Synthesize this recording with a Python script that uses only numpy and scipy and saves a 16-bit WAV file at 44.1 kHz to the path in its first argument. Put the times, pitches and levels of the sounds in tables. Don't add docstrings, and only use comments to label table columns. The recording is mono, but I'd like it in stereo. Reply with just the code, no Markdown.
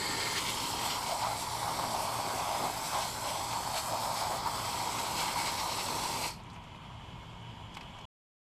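import sys
import numpy as np
from scipy import signal
from scipy.fft import rfft, irfft
from scipy.io import wavfile
from scipy.ndimage import uniform_filter1d

SR = 44100
rng = np.random.default_rng(int(sys.argv[2]) if len(sys.argv) > 2 else 0)


def unload_audio(sound):
    columns = np.transpose(np.atleast_2d(sound))
    steps = np.round(np.clip(columns, -1, 1) * 32767)
    wavfile.write(sys.argv[1], SR, steps.astype(np.int16))


def level_to_linear(level):
    exponent = np.asarray(level, float) / 20
    return 10 ** exponent


N = 378378

# t/s, share on rubber 0-1, force on the wheel level/dB
AIM = [(0.0, 0, -1.5), (.4, 0.06, -1), (.93, 0.4, 1.5), (1.0, .6, -0.5), (1.3, 0.82, -1.5), (1.5, 0.77, -3),
       (1.68, 1, 0), (2.66, 0.96, 0), (2.72, 0.68, -3), (3.15, 0.57, -3), (3.8, 0.57, -3.5), (3.9, 1, 0.5),
       (4.35, 0.94, -0.5), (4.5, 0.59, -1), (5.1, 0.59, 1), (5.5, 0.47, -0.5), (5.9, 0.44, -0.5),
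       (6.3, 0.3, 0.5)]
# t/s, length t/s, splatter level/dB, mist level/dB
RIM_SWEEPS = [(.22, .05, 2.5, 0), (.38, 0.044, 3.5, 0), (.49, 0.027, 4.5, 2), (.77, .07, -0.5, -3),
              (.85, 0.051, 2, 3), (.91, 0.045, 4, 0), (1.09, 0.083, 3.5, 1.5), (1.24, .08, 2, -0.5),
              (1.41, 0.072, 3, 4), (2.03, 0.066, 1, 3), (2.58, 0.041, 0.5, 1.5), (2.87, 0.058, 1, 3),
              (2.98, .22, 4, 2), (3.29, 0.091, 4, 2.5), (3.54, 0.098, 2.5, 1.5), (3.775, .06, 7, 4.5),
              (3.87, 0.054, -0.5, 2.5), (4.04, 0.062, 2, 2), (4.2, .06, 3, 4), (4.43, 0.076, -2.5, -6.5),
              (4.67, 0.059, 0, 0.5), (5.0, 0.029, 3, 1.5), (5.205, .06, 5.5, 3), (5.28, 0.069, 4, 1),
              (5.4, 0.057, 4.5, 2.5), (5.47, 0.07, 4.5, 1), (5.6, 0.034, 3.5, 0.5), (5.71, 0.039, 2, 1),
              (5.815, .05, 4, 1), (6.25, .08, 2, 0)]
# t/s, length t/s, drumming level/dB, extra boom level/dB
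TYRE_SWEEPS = [(.85, .1, 1, 4), (1.13, .08, -1.5, 13.5), (1.25, .1, 3.5, 1.5), (1.38, .07, -5, 9),
               (1.46, 0.15, 0, -11), (1.76, .04, -2.5, -2), (1.93, .06, -2, 6), (2.38, .04, -3.5, 7.5),
               (2.43, .04, 1, -4), (2.63, .12, 3.5, -1.5), (2.97, .12, 7, 2.5), (3.05, .06, 1, 7),
               (3.13, .07, -2, -6), (3.32, .18, 5.5, 4), (3.55, .09, 6.5, 0), (3.76, .06, 3.5, 8),
               (3.83, .04, -2, -10), (4.0, 0.13, 0, 2.5), (4.09, .08, 1, 2), (4.17, .04, -0.5, -6),
               (4.23, .05, 3, 0), (4.325, 0.045, 3.5, 2.5), (4.41, .05, -3.5, -0.5), (4.47, .04, 7.5, -10),
               (5.22, .04, 4, 0), (5.28, .05, 4.5, -6.5), (5.33, .04, -1.5, 5), (5.39, .08, 4.5, -10),
               (5.66, .07, 2, 3.5), (6.24, .06, 1, 5)]
# t/s, length t/s, level/dB
SPILLS = [
    (1.45, 0.27, 2.5),
    (1.88, 0.35, 4.5),
    (2.3, 0.19, 5.5),
    (2.64, .12, 8),
    (4.33, .1, 3),
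    (5.3, 0.09, -1),
    (5.91, 0.11, 5),
]
# f/Hz, level/dB
TREAD_COLOUR = [(450, -32.5), (650, -22), (780, -5.5), (900, 3), (1020, -3.5), (1150, -4), (1350, -14),
                (1700, -21.5), (2500, -39)]
# f/Hz, level/dB
SIDEWALL_COLOUR = [(380, -38.5), (500, -15), (600, -1), (700, 0), (800, -4.5), (950, -20.5), (1300, -41)]
# f/Hz, level/dB per Hz
GLANCING_HIT = [(820, -27.5), (1400, -4), (1750, -10.5), (2120, -4.5), (2880, -12.5), (3120, -6),
                (3730, -8.5), (4200, -3), (5120, -4), (6800, -16), (8840, -39.5), (15000, -120)]
# f/Hz, level/dB per Hz
SQUARE_HIT = [(820, -28), (1400, -4), (1790, -12), (2070, 1.5), (2270, 0.5), (2490, -2.5), (2690, -1),
              (3830, -2), (4170, 0), (5430, -2.5), (6320, -11.5), (6800, -8), (8840, -37), (15000, -120)]
# f/Hz, level/dB per Hz
MIST_COLOUR = [(4500, -26), (5800, -8.5), (6770, -8.5), (7400, -2), (7980, -0.5), (8500, -4.5), (9000, -9),
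               (9600, -6.5), (10400, -9), (11800, -9), (13000, -13), (14300, -15.5), (15200, -24),
               (16000, -18.5)]
# f/Hz, level/dB per Hz
PUDDLE_COLOUR = [(76, -34), (130, -3), (140, -6), (172, 2.5), (393, 1.5), (453, 0.5), (600, 0.5),
                 (780, -33), (1320, -120)]
# f/Hz, width f/Hz, level/dB
HUB_MODES = [(1850, 260, 0), (2080, 260, -1), (4400, 450, 0), (1450, 250, -8), (4750, 300, -3),
             (390, 90, -4)]
# t/s, f/Hz, level/dB
WHINE = [
    (6.4, 2060, -80),
    (6.6, 2085, -69),
    (7.3, 2190, -68),
    (8.1, 2250, -67),
]
# t/s, ring peak level/dB, hollow level/dB, ring centre f/Hz, tick level/dB
CLICKS = [(6.399, -48, -60, 4700, -22), (6.434, -51, -60, 7630, -20), (6.499, -43, -60, 4620, -18),
          (6.514, -55, -60, 7500, -20), (6.53, -51, -60, 7830, -12), (6.54, -53, -60, 6500, -12),
          (6.55, -51, -60, 5100, -22), (6.56, -58, -42, 3500, -15), (6.637, -55, -60, 6500, -8),
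          (6.745, -60, -52, 3500, -20), (6.757, -45, -58, 3750, -25), (7.74, -50, -55, 7000, -8),
          (7.747, -45, -45, 5500, -7), (7.768, -45, -32, 4540, -9), (7.808, -41, -41, 5000, -19),
          (7.829, -54, -52, 4000, -8), (7.986, -52, -47, 6200, -6), (8.01, -49, -58, 5000, -13)]
# ratio to its centre, level/dB
CLICK_RING = [(.5, -35), (.85, -7), (1, -4), (1.15, -12), (1.6, -35)]
# f/Hz, level/dB
CLICK_TICK = [(2000, -25), (3500, 5), (5000, -5), (8000, -2), (10000, -14), (13500, -22), (14500, -50)]
# f/Hz, level/dB
CLICK_HOLLOW = [(500, -28), (800, 3), (1000, 6), (1300, -3), (1700, -4), (2400, 2), (3000, -5), (4000, -34)]
# f/Hz, level/dB per Hz
YARD_COLOUR = [(90, -23.5), (135, -1.5), (180, -4.5), (215, -20), (340, -17), (560, -20.5), (960, -10.5),
               (1300, -20.5), (1850, -26.5), (2200, -23.5), (2700, -22.5), (3700, -30), (8000, -43),
               (14500, -52.5)]
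# f/Hz, width f/Hz, level/dB
HOUSING = (960, 150, -61)
# f/Hz, width f/Hz, level/dB
INSECTS = [(2994, 180, -63), (3214, 230, -64), (3397, 120, -67.5), (7200, 820, -78), (2380, 60, -76.5)]
# t/s, level/dB
BUZZ_SWELL = [
    (0, -3),
    (6.4, -6),
    (6.9, 0),
    (7.5, 1),
    (8.1, 3.5),
]
# f/Hz, level/dB per Hz
RUMBLE_COLOUR = [(8.8, -46), (15, -19), (102, -7), (150, -16), (200, -32), (330, -120)]
# f/Hz, width f/Hz, level/dB
MOTOR = [(56.1, 9, -62.5), (79.5, 10, -74), (115.8, 8.7, -55), (169.2, 46, -60.5)]
# delay t/s, level/dB
ECHOES = [(.0031, -21), (.0074, -20), (.0125, -20), (.0183, -20), (.026, -21), (.039, -22)]
# from f/Hz, share of weakest frames left silent
TREBLE_GAPS = [(12900, .075), (13700, .27), (14400, .45), (15140, 1)]

TREAD_DB, BOOM_DB, RIM_DB, MIST_DB, PUDDLE_DB = (-41, -37.5), (-16.5, -3), (-39, -43), (-42.5, -46), (-45.5, -51)
HAND_TREMOR_DB = 0.5
SHUT_S, SHUT_DB_PER_S = 6.27, 258
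HUB_DB, HUB_LEAVE_S, HUB_FADE_S = -39, 0.41, 0.03
LIP_DB, LIP_LEAVE_S, LIP_FADE_S = -47.5, 1, 0.04
YARD_DB, RUMBLE_DB = -50, -52.5
CLICK_T60_S, CLICK_ATTACK_S = 0.049, 0.0022
END_S = 8.054

TIME_S = np.arange(N) / SR
HZ = np.fft.rfftfreq(512, 1 / SR)[:, None]
FRAME_S = np.arange(N // 128 + 2) * 128 / SR


def spray():
    return tyre() + puddle() + rim() + mist()


def tyre():
    drumming = drops(9000, 0.99, 0.48)
    tread = struck(drumming, read(TREAD_COLOUR, HZ), 1.8, 1.2)
    boom_db = between(BOOM_DB) + sweeps(TYRE_SWEEPS, column=3) - 3.5
    boom = struck(drumming, read(SIDEWALL_COLOUR, HZ), 1.2, 2.3)
    level_db = aimed(TREAD_DB, 0.71, -0.008) + sweeps(TYRE_SWEEPS, column=2)
    return level_to_linear(level_db) * (tread + level_to_linear(boom_db) * boom)


def rim():
    level_db = aimed(RIM_DB, 0.71, 0.02) + sweeps(RIM_SWEEPS, column=2)
    square = np.clip((np.interp(FRAME_S, TIME_S, level_db) + 45.5) / 8.1, 0, 1)
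    shape_db = (1 - square) * read(GLANCING_HIT, HZ) + square * read(SQUARE_HIT, HZ)
    splatter = struck(drops(24000, 0.82, 0.72), shape_db, 2.2 - 0.45 * square, 0.9 - 0.28 * square)
    return level_to_linear(level_db) * splatter


def mist():
    level_db = aimed(MIST_DB, 0.34, 0.008) + sweeps(RIM_SWEEPS, column=3)
    return level_to_linear(level_db) * struck(drops(30000, 1.1, 0.6), read(MIST_COLOUR, HZ), 1.8, 0.68)


def puddle():
    level_db = aimed(PUDDLE_DB, 1.0, -0.005) + sweeps(SPILLS, column=2)
    return level_to_linear(level_db) * struck(drops(4000, 1.2, 1.0), read(PUDDLE_COLOUR, HZ), 0.64, 1.3)


def hub():
    drive = drops(8000, 1.2, 0.64) * level_to_linear(0.7 * sweeps(RIM_SWEEPS, column=2))
    ring = evened(sum(level_to_linear(db) * resonate(drive, hz, width) for hz, width, db in HUB_MODES))
    lip = resonate(drive, hz=3160, width=350)
    ring_fade = np.clip((HUB_LEAVE_S - TIME_S) / HUB_FADE_S, 0, 1)
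    lip_fade = np.clip((LIP_LEAVE_S - TIME_S) / LIP_FADE_S, 0, 1)
    return level_to_linear(HUB_DB) * ring * ring_fade + level_to_linear(LIP_DB) * lip * lip_fade


def whine():
    shut = TIME_S > WHINE[0][0]
    whistle = resonate(rng.standard_normal(N), track(WHINE, column=1), width=40)
    return shut * level_to_linear(track(WHINE, column=2)) * whistle


def clicks():
    out, t = np.zeros(N), np.arange(4096) / SR
    envelope = level_to_linear(-60 * t / CLICK_T60_S) * np.minimum(t / CLICK_ATTACK_S, 1)
    for start_s, ring_db, hollow_db, hz, tick_db in CLICKS:
        noise = rng.standard_normal(len(t))
        ring = colour(noise, np.array(CLICK_RING) * [hz, 1])
        bright = ring + level_to_linear(tick_db + 11.0) * colour(noise, CLICK_TICK)
        burst = level_to_linear(ring_db - 10.0) * bright + level_to_linear(hollow_db - 2.0) * colour(noise, CLICK_HOLLOW)
        out[round(start_s * SR):][:len(t)] += burst * envelope
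    return out


def yard():
    wash = level_to_linear(YARD_DB) * struck(rng.standard_normal(N), read(YARD_COLOUR, HZ), 0.46, 1.0)
    insects = level_to_linear(track(BUZZ_SWELL, column=1)) * fuzzy(INSECTS)
    rumble = level_to_linear(RUMBLE_DB) * colour(rng.standard_normal(N), RUMBLE_COLOUR)
    return wash + fuzzy([HOUSING]) + insects + rumble + fuzzy(MOTOR)


def walls(x):
    taps = np.zeros(SR // 20)
    taps[0] = 1
    for delay_s, db in ECHOES:
        taps[round(delay_s * SR)] = level_to_linear(db)
    return signal.oaconvolve(x, taps / np.linalg.norm(taps))[:N]


def drops(per_s, spread_db, gust_db):
    size = level_to_linear(spread_db * np.minimum(rng.exponential(1, N), 5))
    lands = rng.random(N) < per_s / SR
    return evened(size * lands * rng.standard_normal(N) * level_to_linear(gust_db * drift(size=300)))


def struck(drive, shape_db, slow_db, quick_db):
    z = signal.stft(drive, nperseg=512, noverlap=384)[2]
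    gain = level_to_linear(shape_db + slow_db * patches(wide=3, long=70) + quick_db * patches(wide=5, long=12))
    gain = gain / np.sqrt((gain ** 2).mean(0))
    return evened(signal.istft(z * gain[:, :z.shape[1]], nperseg=512, noverlap=384)[1][:N])


def patches(wide, long):
    field = rng.standard_normal((len(HZ), len(FRAME_S)))
    for size, axis in ((long, 1), (long, 1), (wide, 0), (wide, 0)):
        field = uniform_filter1d(field, size, axis=axis)
    return evened(field)


def sweeps(rows, column):
    t = np.arange(0, N, 32) / SR
    out = np.zeros(len(t))
    for row in rows:
        out += row[column] * np.exp(-4 * ((t - row[0]) / max(row[1], 0.01)) ** 2)
    return np.interp(TIME_S, t, out)


def between(ends_db):
    return ends_db[0] + (ends_db[1] - ends_db[0]) * track(AIM, column=1)


def aimed(ends_db, force_share, lag_s):
    closing_s = np.maximum(TIME_S - SHUT_S - lag_s, 0)
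    steady_db = between(ends_db) + force_share * track(AIM, column=2)
    return steady_db + HAND_TREMOR_DB * drift(size=1500) - SHUT_DB_PER_S * closing_s


def fuzzy(lines):
    return sum(level_to_linear(db) * resonate(rng.standard_normal(N), hz, width) for hz, width, db in lines)


def resonate(x, hz, width):
    turn = np.exp(2j * np.pi * np.cumsum(hz * np.ones(len(x))) / SR)
    r = np.exp(-np.pi * width / SR)
    smooth = signal.lfilter([1], np.convolve([1, -r], [1, -r]), x * turn.conj())
    return evened((turn * smooth).real)


def colour(x, points):
    gain = level_to_linear(read(points, np.fft.rfftfreq(len(x), 1 / SR)))
    return evened(irfft(rfft(x) * gain, len(x)))


def read(points, at):
    f, value = np.transpose(points)
    return np.interp(np.log(at + 1e-3), np.log(f), value)


def track(rows, column):
    rows = np.array(rows)
    return np.interp(TIME_S, rows[:, 0], rows[:, column])


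def drift(size):
    return evened(uniform_filter1d(uniform_filter1d(rng.standard_normal(N), size), size))


def evened(x):
    return x / np.sqrt(np.mean(x ** 2) + 1e-20)


def scene():
    mono = walls(spray() + hub() + yard() + whine()) + clicks()
    return np.array([mono, mono])


def thin_treble(x):
    hz, _, z = signal.stft(x, SR, nperseg=2048, noverlap=1024)
    keep = np.ones(z.shape[1:])
    for (lo_hz, share), (hi_hz, _) in zip(TREBLE_GAPS, TREBLE_GAPS[1:] + [(SR, 0)]):
        band = (hz >= lo_hz) & (hz < hi_hz)
        power = (abs(z[0, band]) ** 2).mean(0)
        keep[band] = power > np.quantile(power, share)
    return signal.istft(z * keep, nperseg=2048, noverlap=1024)[1][:, :N]


def roll_off(x):
    return signal.sosfilt(signal.butter(12, 15180, fs=SR, output="sos"), x)


def record(dry):
    mix = thin_treble(dry) * np.clip((END_S - TIME_S) / 0.0003, 0, 1)
    return roll_off(mix)


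dry = scene()
out = record(dry)
unload_audio(out)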